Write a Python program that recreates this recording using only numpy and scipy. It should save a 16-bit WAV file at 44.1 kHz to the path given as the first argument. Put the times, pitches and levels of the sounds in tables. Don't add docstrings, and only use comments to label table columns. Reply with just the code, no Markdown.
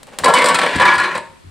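import sys
import numpy as np
from scipy import signal
from scipy.fft import rfft, irfft, next_fast_len
from scipy.io import wavfile
from scipy.ndimage import uniform_filter1d

SR = 44100
rng = np.random.default_rng(int(sys.argv[2]) if len(sys.argv) > 2 else 0)


def pcm_store(signal):
    levels = np.round(np.clip(np.atleast_2d(signal), -1, 1) * 32767)
    wavfile.write(sys.argv[1], SR, levels.astype(np.int16).T)


N = 66150
TIME = np.arange(N) / SR

# time in seconds, level in dB.
LEVER_SLIDE = [(0, -48.5), (0.066, -56.5), (0.073, -43), (0.09, -41), (0.11, -51), (0.138, -37.5),
               (0.16, -45.5), (0.185, -47), (0.195, -29), (0.23, -35), (0.25, -44)]
LEVER_CLICKS = [(0.031, -40), (0.0691, -48.5), (0.187, -22.5)]
# frequency in Hz, level in dB.
SLIDE_SPECTRUM = [(80, -72), (200, 2), (350, -0.5), (520, 7), (1000, 0.5), (2800, -6.5), (6000, -18),
                  (8500, -17.5), (16000, -40)]
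CLICK_SPECTRUM = [(200, 1), (1000, 10.5), (2500, 4.5), (4200, 9), (6000, 1.5), (8300, 9.5), (11000, -2),
                  (16000, -10)]

# start in seconds, level in dB, treble cutoff in Hz.
THUMPS = [(0.189, -43, 260), (0.207, -28, 200), (0.304, -39, 400), (0.735, -30, 154), (0.755, -15, 354),
          (0.77, -15, 215), (0.81, -32, 120), (0.962, -27, 120), (1.154, -33, 352), (1.289, -38, 99),
          (1.442, -26.5, 85), (1.463, -26, 85)]
# pitch in Hz, level in dB, seconds to fade by 60 dB.
TABLE_MODES = [(44.8, -33, 0.042), (92.1, -5, 0.26), (109, -13, 0.032), (166.6, -3.5, 0.3), (228, -9, 0.33),
               (298, -5, 0.068)]

# time in seconds, contact force in dB.
CHUTE_ROLL = [(0.235, -37), (0.26, -28), (0.32, -29), (0.37, -19.5), (0.42, -20), (0.52, -24), (0.57, -26),
              (0.64, -24), (0.70, -22), (0.76, -23.5), (0.81, -28.5)]
TABLE_ROLL = [(0.785, -40), (0.81, -17.5), (0.85, -16), (0.89, -15.5), (0.93, -18.5), (0.97, -31),
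              (1.02, -18), (1.07, -23), (1.11, -26.5), (1.16, -23), (1.21, -54)]
# frequency in Hz, level in dB.
CHUTE_SPECTRUM = [(100, -34), (165, 6.5), (300, -2), (520, 2), (750, 2.5), (1100, 3), (1800, 4.5),
                  (3200, 0.5), (4500, -5.5), (6300, -17.5), (8200, -12), (12000, -31), (16000, -54)]
TABLE_SPECTRUM = [(70, -31.5), (170, -1), (280, -11), (380, 5.5), (470, -22.5), (600, 3.5), (720, -12),
                  (1050, 8.5), (1350, 1.5), (1750, 3), (2600, -3.5), (4300, -19), (6300, -22.5),
                  (8200, -23.5), (12000, -37.5), (16000, -70)]
# pitch in Hz, dB early in the roll, dB late in the roll,
# seconds to fade by 60 dB.
CAN_MODES = [(499.4, -15, -35, 0.13), (924, -10.5, -10, 0.62), (985, -9, -7, 0.54), (1030, -21, -5, 0.25),
             (1118, 0.5, -21, 0.23), (1177.3, -21, -30, 0.32), (1352, -18, -25.5, 0.25),
             (1430, -13, -7.5, 0.38), (1525, -9, -13, 0.94), (1683, -13, -2.5, 0.4),
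             (1730, -23, -16.5, 0.29), (1773, -5.5, -9, 0.49), (1905, -29, -8, 0.2), (2086, -34, -34, 0.41),
             (2239, -31.5, -27.5, 0.59), (2286, -29, -9.5, 0.12), (2510, -8.5, -11, 0.086),
             (2997, -17.5, -23.5, 0.25)]
# start in seconds, levels in dB of hollow knock, clack,
# bright crack and can ring, pitch in Hz that this spot of the can favours, rattle decay in seconds.
CAN_HITS = [(0.236, -18, -17, -34, -42, 1025, 0.01), (0.2432, -10.5, -16.5, -15, -31, 2086, 0.0011),
            (0.2572, -12.5, -16.5, -23, -17, 1683, 0.00083), (0.259, -16, -23, -29, -5, 1025, 0.003),
            (0.266, -9.5, -22, -45, -13, 932, 0.0064), (0.274, -6, -24, -36, -12.5, 497, 0.0013),
            (0.281, -12.5, -29, -22, -10.5, 1352, 0.0051), (0.297, -9.5, -20.5, -30, -16.5, 1118, 0.0016),
            (0.338, -15.5, -17.5, -16.5, -10.5, 985, 0.00088), (0.346, -15, -21, -19.5, -18.5, 2997, 0.015),
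            (0.352, -37, -37, -31, -11, 2239, 0.0024), (0.362, -30, -14, -41, -10, 985, 0.0098),
            (0.385, -16.5, -15, -22.5, -12, 2086, 0.0018), (0.419, -14.5, -18.5, -26, -29, 985, 0.004),
            (0.442, -12.5, -19, -19, -12.5, 1185, 0.0026), (0.458, -23, -16.5, -15.5, -15.5, 932, 0.007),
            (0.486, -21, -20, -18, -12.5, 1118, 0.0049), (0.499, -16, -19, -36, -18, 1520, 0.0053),
            (0.51, -20, -22, -36, -17.5, 1118, 0.002), (0.5442, -25, -14.5, -17, -15, 1352, 0.0057),
            (0.551, -35, -15.5, -30, -30, 1520, 0.0042), (0.5873, -16, -11.5, -22.5, -29, 932, 0.0017),
            (0.6148, -21, -16, -28.5, -18.5, 1520, 0.0048), (0.632, -14, -16, -29, -8, 1815, 0.003),
            (0.661, -18.5, -19.5, -30, -7, 1965, 0.0023), (0.758, -30, -31, -27, -24, 1728, 0.0034),
            (0.798, -15.5, -13.5, -27, -8, 985, 0.0025), (0.805, -15, -25, -42, -3, 1815, 0.005),
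            (0.817, -18, -14.5, -27, -12, 1728, 0.0041), (0.829, -26, -24, -42, -12, 1185, 0.0019),
            (0.853, -25, -12, -25, -13, 985, 0.0022), (0.86, -30, -15, -34, -6, 1683, 0.0045),
            (0.878, -43, -14, -34, -11.5, 2283, 0.0087), (0.888, -39, -17, -42, -19, 1683, 0.0062),
            (0.912, -29.5, -18, -38, -13, 932, 0.0062), (0.938, -45, -21, -31, -24, 1965, 0.0028),
            (0.9527, -28, -18.5, -29.5, -23, 932, 0.006), (0.981, -31, -17.5, -27.5, -13, 1438, 0.0039),
            (0.999, -24, -21.5, -29, -10.5, 1683, 0.006), (1.037, -27, -20, -34.5, -23, 1728, 0.0081),
            (1.073, -29.5, -26, -51, -16, 1025, 0.0048), (1.151, -22.5, -23, -32, -17, 1728, 0.0046),
            (1.16, -29.5, -26, -41, -26.5, 1683, 0.0027), (1.177, -27, -29, -32.5, -35, 1050, 0.0024)]
# frequency in Hz, level in dB.
HOLLOW_SPECTRUM = [(100, -48.5), (165, -5.5), (240, -12), (400, -10), (505, 7), (640, -1.5), (750, -1.5),
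                   (860, -4.5), (1020, 8.5), (1300, -22), (3000, -67)]
CLACK_SPECTRUM = [(300, -47.5), (750, 2), (1050, 10), (1500, 5), (2100, 5.5), (2700, 0), (3600, 0),
                  (5000, -10.5), (7000, -24.5), (16000, -72.5)]
CRACK_SPECTRUM = [(800, 3), (2500, -8), (4000, 4), (5300, 0), (6300, -8.5), (8100, 4), (10000, -5.5),
                  (12500, -20), (14500, -25.5), (17000, -32)]
# time in seconds, pitch in Hz, level in dB.
RIM_SCRAPE = [(0.925, 4660, -50), (0.95, 4600, -33), (0.972, 4600, -47), (0.988, 4380, -27),
              (1.015, 4100, -44), (1.042, 4180, -28), (1.082, 4070, -37), (1.116, 4000, -52)]

# frequency in Hz, level in dB.
ECHO_SPECTRUM = [(60, -24), (350, 8), (1000, -1.5), (4000, 0.5), (8500, -1), (16000, -9.5)]
ECHO_SIDE = [(40, -6), (120, -13), (400, -19), (1400, -16), (3000, -16), (5500, -12.5), (9000, -6),
             (16000, -0.5)]
HISS_SPECTRUM = [(25, 5), (90, 6), (200, 8.5), (500, -7), (1500, -3.5), (4000, -7.5), (6300, -15.5),
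                 (8200, -11), (12000, -21.5), (16000, -43)]
HISS_SIDE = [(25, 4), (100, -8.5), (400, 11.5), (3000, -3.5), (9000, -0.5)]

BUMPS_PER_S = 1200


def from_db(db):
    return 10 ** (np.asarray(db) / 20)


def unit_power(x):
    return x / np.sqrt(np.mean(x ** 2) + 1e-20)


def unit_energy(x):
    return x / np.sqrt(np.sum(x ** 2) + 1e-20)


def lowpass(x, hz):
    return signal.sosfilt(signal.butter(2, hz, fs=SR, output="sos"), x)


def colour(x, spectrum):
    size = 2 * next_fast_len(N // 2 + 2048)
    hz, db = np.transpose(spectrum)
    log_hz = np.log(np.fft.rfftfreq(size, 1 / SR) + 1)
    cepstrum = irfft(np.log(from_db(np.interp(log_hz, np.log(hz), db))))
    cepstrum[1:size // 2] *= 2
    cepstrum[size // 2 + 1:] = 0
    return irfft(rfft(x, size) * np.exp(rfft(cepstrum)))[..., :N]


def through(x, response):
    return signal.fftconvolve(x, response[:N // 2])[:N]


def evened(x):
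    bins = rfft(x)
    return irfft(bins / np.sqrt(np.abs(bins) + 1e-9), len(x))


def dense_modes(spectrum, t60):
    burst = rng.standard_normal(N) * from_db(-60 * TIME / t60)
    for _ in range(2):
        burst = evened(burst) * (TIME < t60)
    return unit_energy(colour(burst, spectrum))


def mode(hz, t60):
    return unit_energy(np.cos(2 * np.pi * hz * TIME) * from_db(-60 * TIME / t60))


def blow(s, db):
    push = np.zeros(N)
    push[np.clip(s * SR, 0, N - 1).astype(int)] = from_db(db) * np.sqrt(SR / 100)
    return push


def grains(per_s, spread_db=2):
    sizes = from_db(spread_db * np.minimum(rng.exponential(1, N), 4)) * rng.choice([-1, 1], N)
    return unit_power(sizes * (rng.random(N) < per_s / SR))


def force(curve):
    s, db = np.transpose(curve)
    return from_db(np.interp(TIME, s, db, left=-120, right=-120))


def lever():
    snaps = through(sum(blow(s, db) for s, db in LEVER_CLICKS), dense_modes(CLICK_SPECTRUM, t60=0.02))
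    scrape = force(LEVER_SLIDE) * unit_power(colour(grains(per_s=5800), SLIDE_SPECTRUM))
    return snaps + scrape


def table_thumps():
    blows = sum(lowpass(blow(s, db) + 1e-18, cutoff_hz) for s, db, cutoff_hz in THUMPS)
    wood = sum((-1) ** k * from_db(db) * mode(hz, t60) for k, (hz, db, t60) in enumerate(TABLE_MODES))
    return through(blows, wood)


def rolling_can():
    chute_bumps = force(CHUTE_ROLL) * grains(BUMPS_PER_S)
    table_bumps = force(TABLE_ROLL) * grains(BUMPS_PER_S)
    inside = through(chute_bumps, dense_modes(CHUTE_SPECTRUM, t60=0.028))
    outside = through(table_bumps, dense_modes(TABLE_SPECTRUM, t60=0.028))
    return inside + outside + can_ring(from_db(-3.5) * chute_bumps + from_db(-4.5) * table_bumps)


def can_ring(bumps, ring_change_s=0.64, grip_s=0.98, grip_db_per_s=47.5):
    hit_s, _, _, _, hit_db, hit_hz, _ = np.transpose(CAN_HITS)
    grip = from_db(-grip_db_per_s * np.maximum(TIME - grip_s, 0))
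    ring = 0
    for k, (hz, early_db, late_db, t60) in enumerate(CAN_MODES):
        rolled = bumped_mode(bumps * from_db(np.where(TIME < ring_change_s, early_db, late_db)), hz, t60)
        struck = through(blow(hit_s, hit_db + spot_db(hz, hit_hz)), mode(hz, t60))
        damping = grip if hz > 960 else grip ** 0.41
        ring = ring + (-1) ** k * (rolled + struck) * damping
    return lowpass(ring, hz=4100)


def bumped_mode(bumps, hz, t60, average_s=0.29):
    decay, angle = from_db(-60 / (t60 * SR)), 2 * np.pi * hz / SR
    feedback = decay * np.cos(angle)
    tone = signal.lfilter([1, -feedback], [1, -2 * feedback, decay ** 2], bumps + 1e-12)
    power = signal.lfilter([1 - decay ** 2], [1, -decay ** 2], bumps ** 2)
    wanted, actual = np.abs(uniform_filter1d(np.array([power, tone ** 2]), int(average_s * SR)))
    return tone * np.sqrt(wanted / (actual + 1e-9))


def spot_db(hz, favoured_hz, width_octaves=0.032, others_db=-27):
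    return others_db * (1 - np.exp(-(np.log2(hz / favoured_hz) / width_octaves) ** 2))


def rattling_bricks(rattles_per_s=2500, first_hit_share=0.39):
    drives, size = np.zeros((3, 2 * N)), SR // 12
    for s, hollow_db, clack_db, crack_db, _, _, decay_s in CAN_HITS:
        contacts = rng.standard_normal(size) * (rng.random(size) < rattles_per_s / SR)
        fade = np.exp(-TIME[:size] / (2 * decay_s))
        chatter = np.sqrt(1 - first_hit_share) * unit_energy(contacts * fade)
        chatter[0] += np.sqrt(first_hit_share)
        gains = from_db([hollow_db, clack_db, crack_db]) * np.sqrt(SR / 100)
        start = int(s * SR)
        drives[:, start:start + size] += np.outer(gains, chatter)
    hollow = through(drives[0, :N], dense_modes(HOLLOW_SPECTRUM, t60=0.073))
    clack = through(drives[1, :N], dense_modes(CLACK_SPECTRUM, t60=0.055))
    crack = through(drives[2, :N], dense_modes(CRACK_SPECTRUM, t60=0.027))
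    return hollow + clack + crack


def rim_scrape(width_hz=300):
    s, hz, db = np.transpose(RIM_SCRAPE)
    glide = np.exp(2j * np.pi * np.cumsum(np.interp(TIME, s, hz)) / SR)
    band = lowpass(grains(BUMPS_PER_S) / glide, width_hz / 2) * glide
    return force(np.transpose([s, db])) * unit_power(np.real(band))


def without_bass(x, hz=146):
    return signal.sosfilt(signal.butter(6, hz, "high", fs=SR, output="sos"), x)


def room_echo(x, t60=0.44, delay_s=0.00282):
    tail = rng.standard_normal(N) * from_db(-60 * TIME / t60) * (TIME > delay_s)
    return through(x, colour(unit_energy(tail), ECHO_SPECTRUM))


def scene(left_db=0.66):
    direct = lever() + without_bass(rattling_bricks() + rolling_can() + rim_scrape()) + table_thumps()
    hiss = from_db(-51.5) * unit_power(colour(rng.standard_normal((2, N)), HISS_SPECTRUM))
    mid = direct + from_db(-9) * room_echo(direct) + hiss[0]
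    early_echo = through(direct, dense_modes([(100, 0.0054), (16000, 0)], t60=0.027))
    side_echo = from_db(-2) * early_echo + from_db(-4.5) * room_echo(direct)
    side = colour(side_echo, ECHO_SIDE) + colour(hiss[1], HISS_SIDE)
    return np.array([(mid + side) * from_db(left_db), (mid - side) * from_db(-left_db)])


def record(dry):
    rounded = dry / (1 + dry ** 4) ** .25
    stop_hz = 17604
    return signal.sosfilt(signal.cheby2(12, 70, stop_hz, fs=SR, output="sos"), rounded)


dry = scene()
out = record(dry)
pcm_store(out)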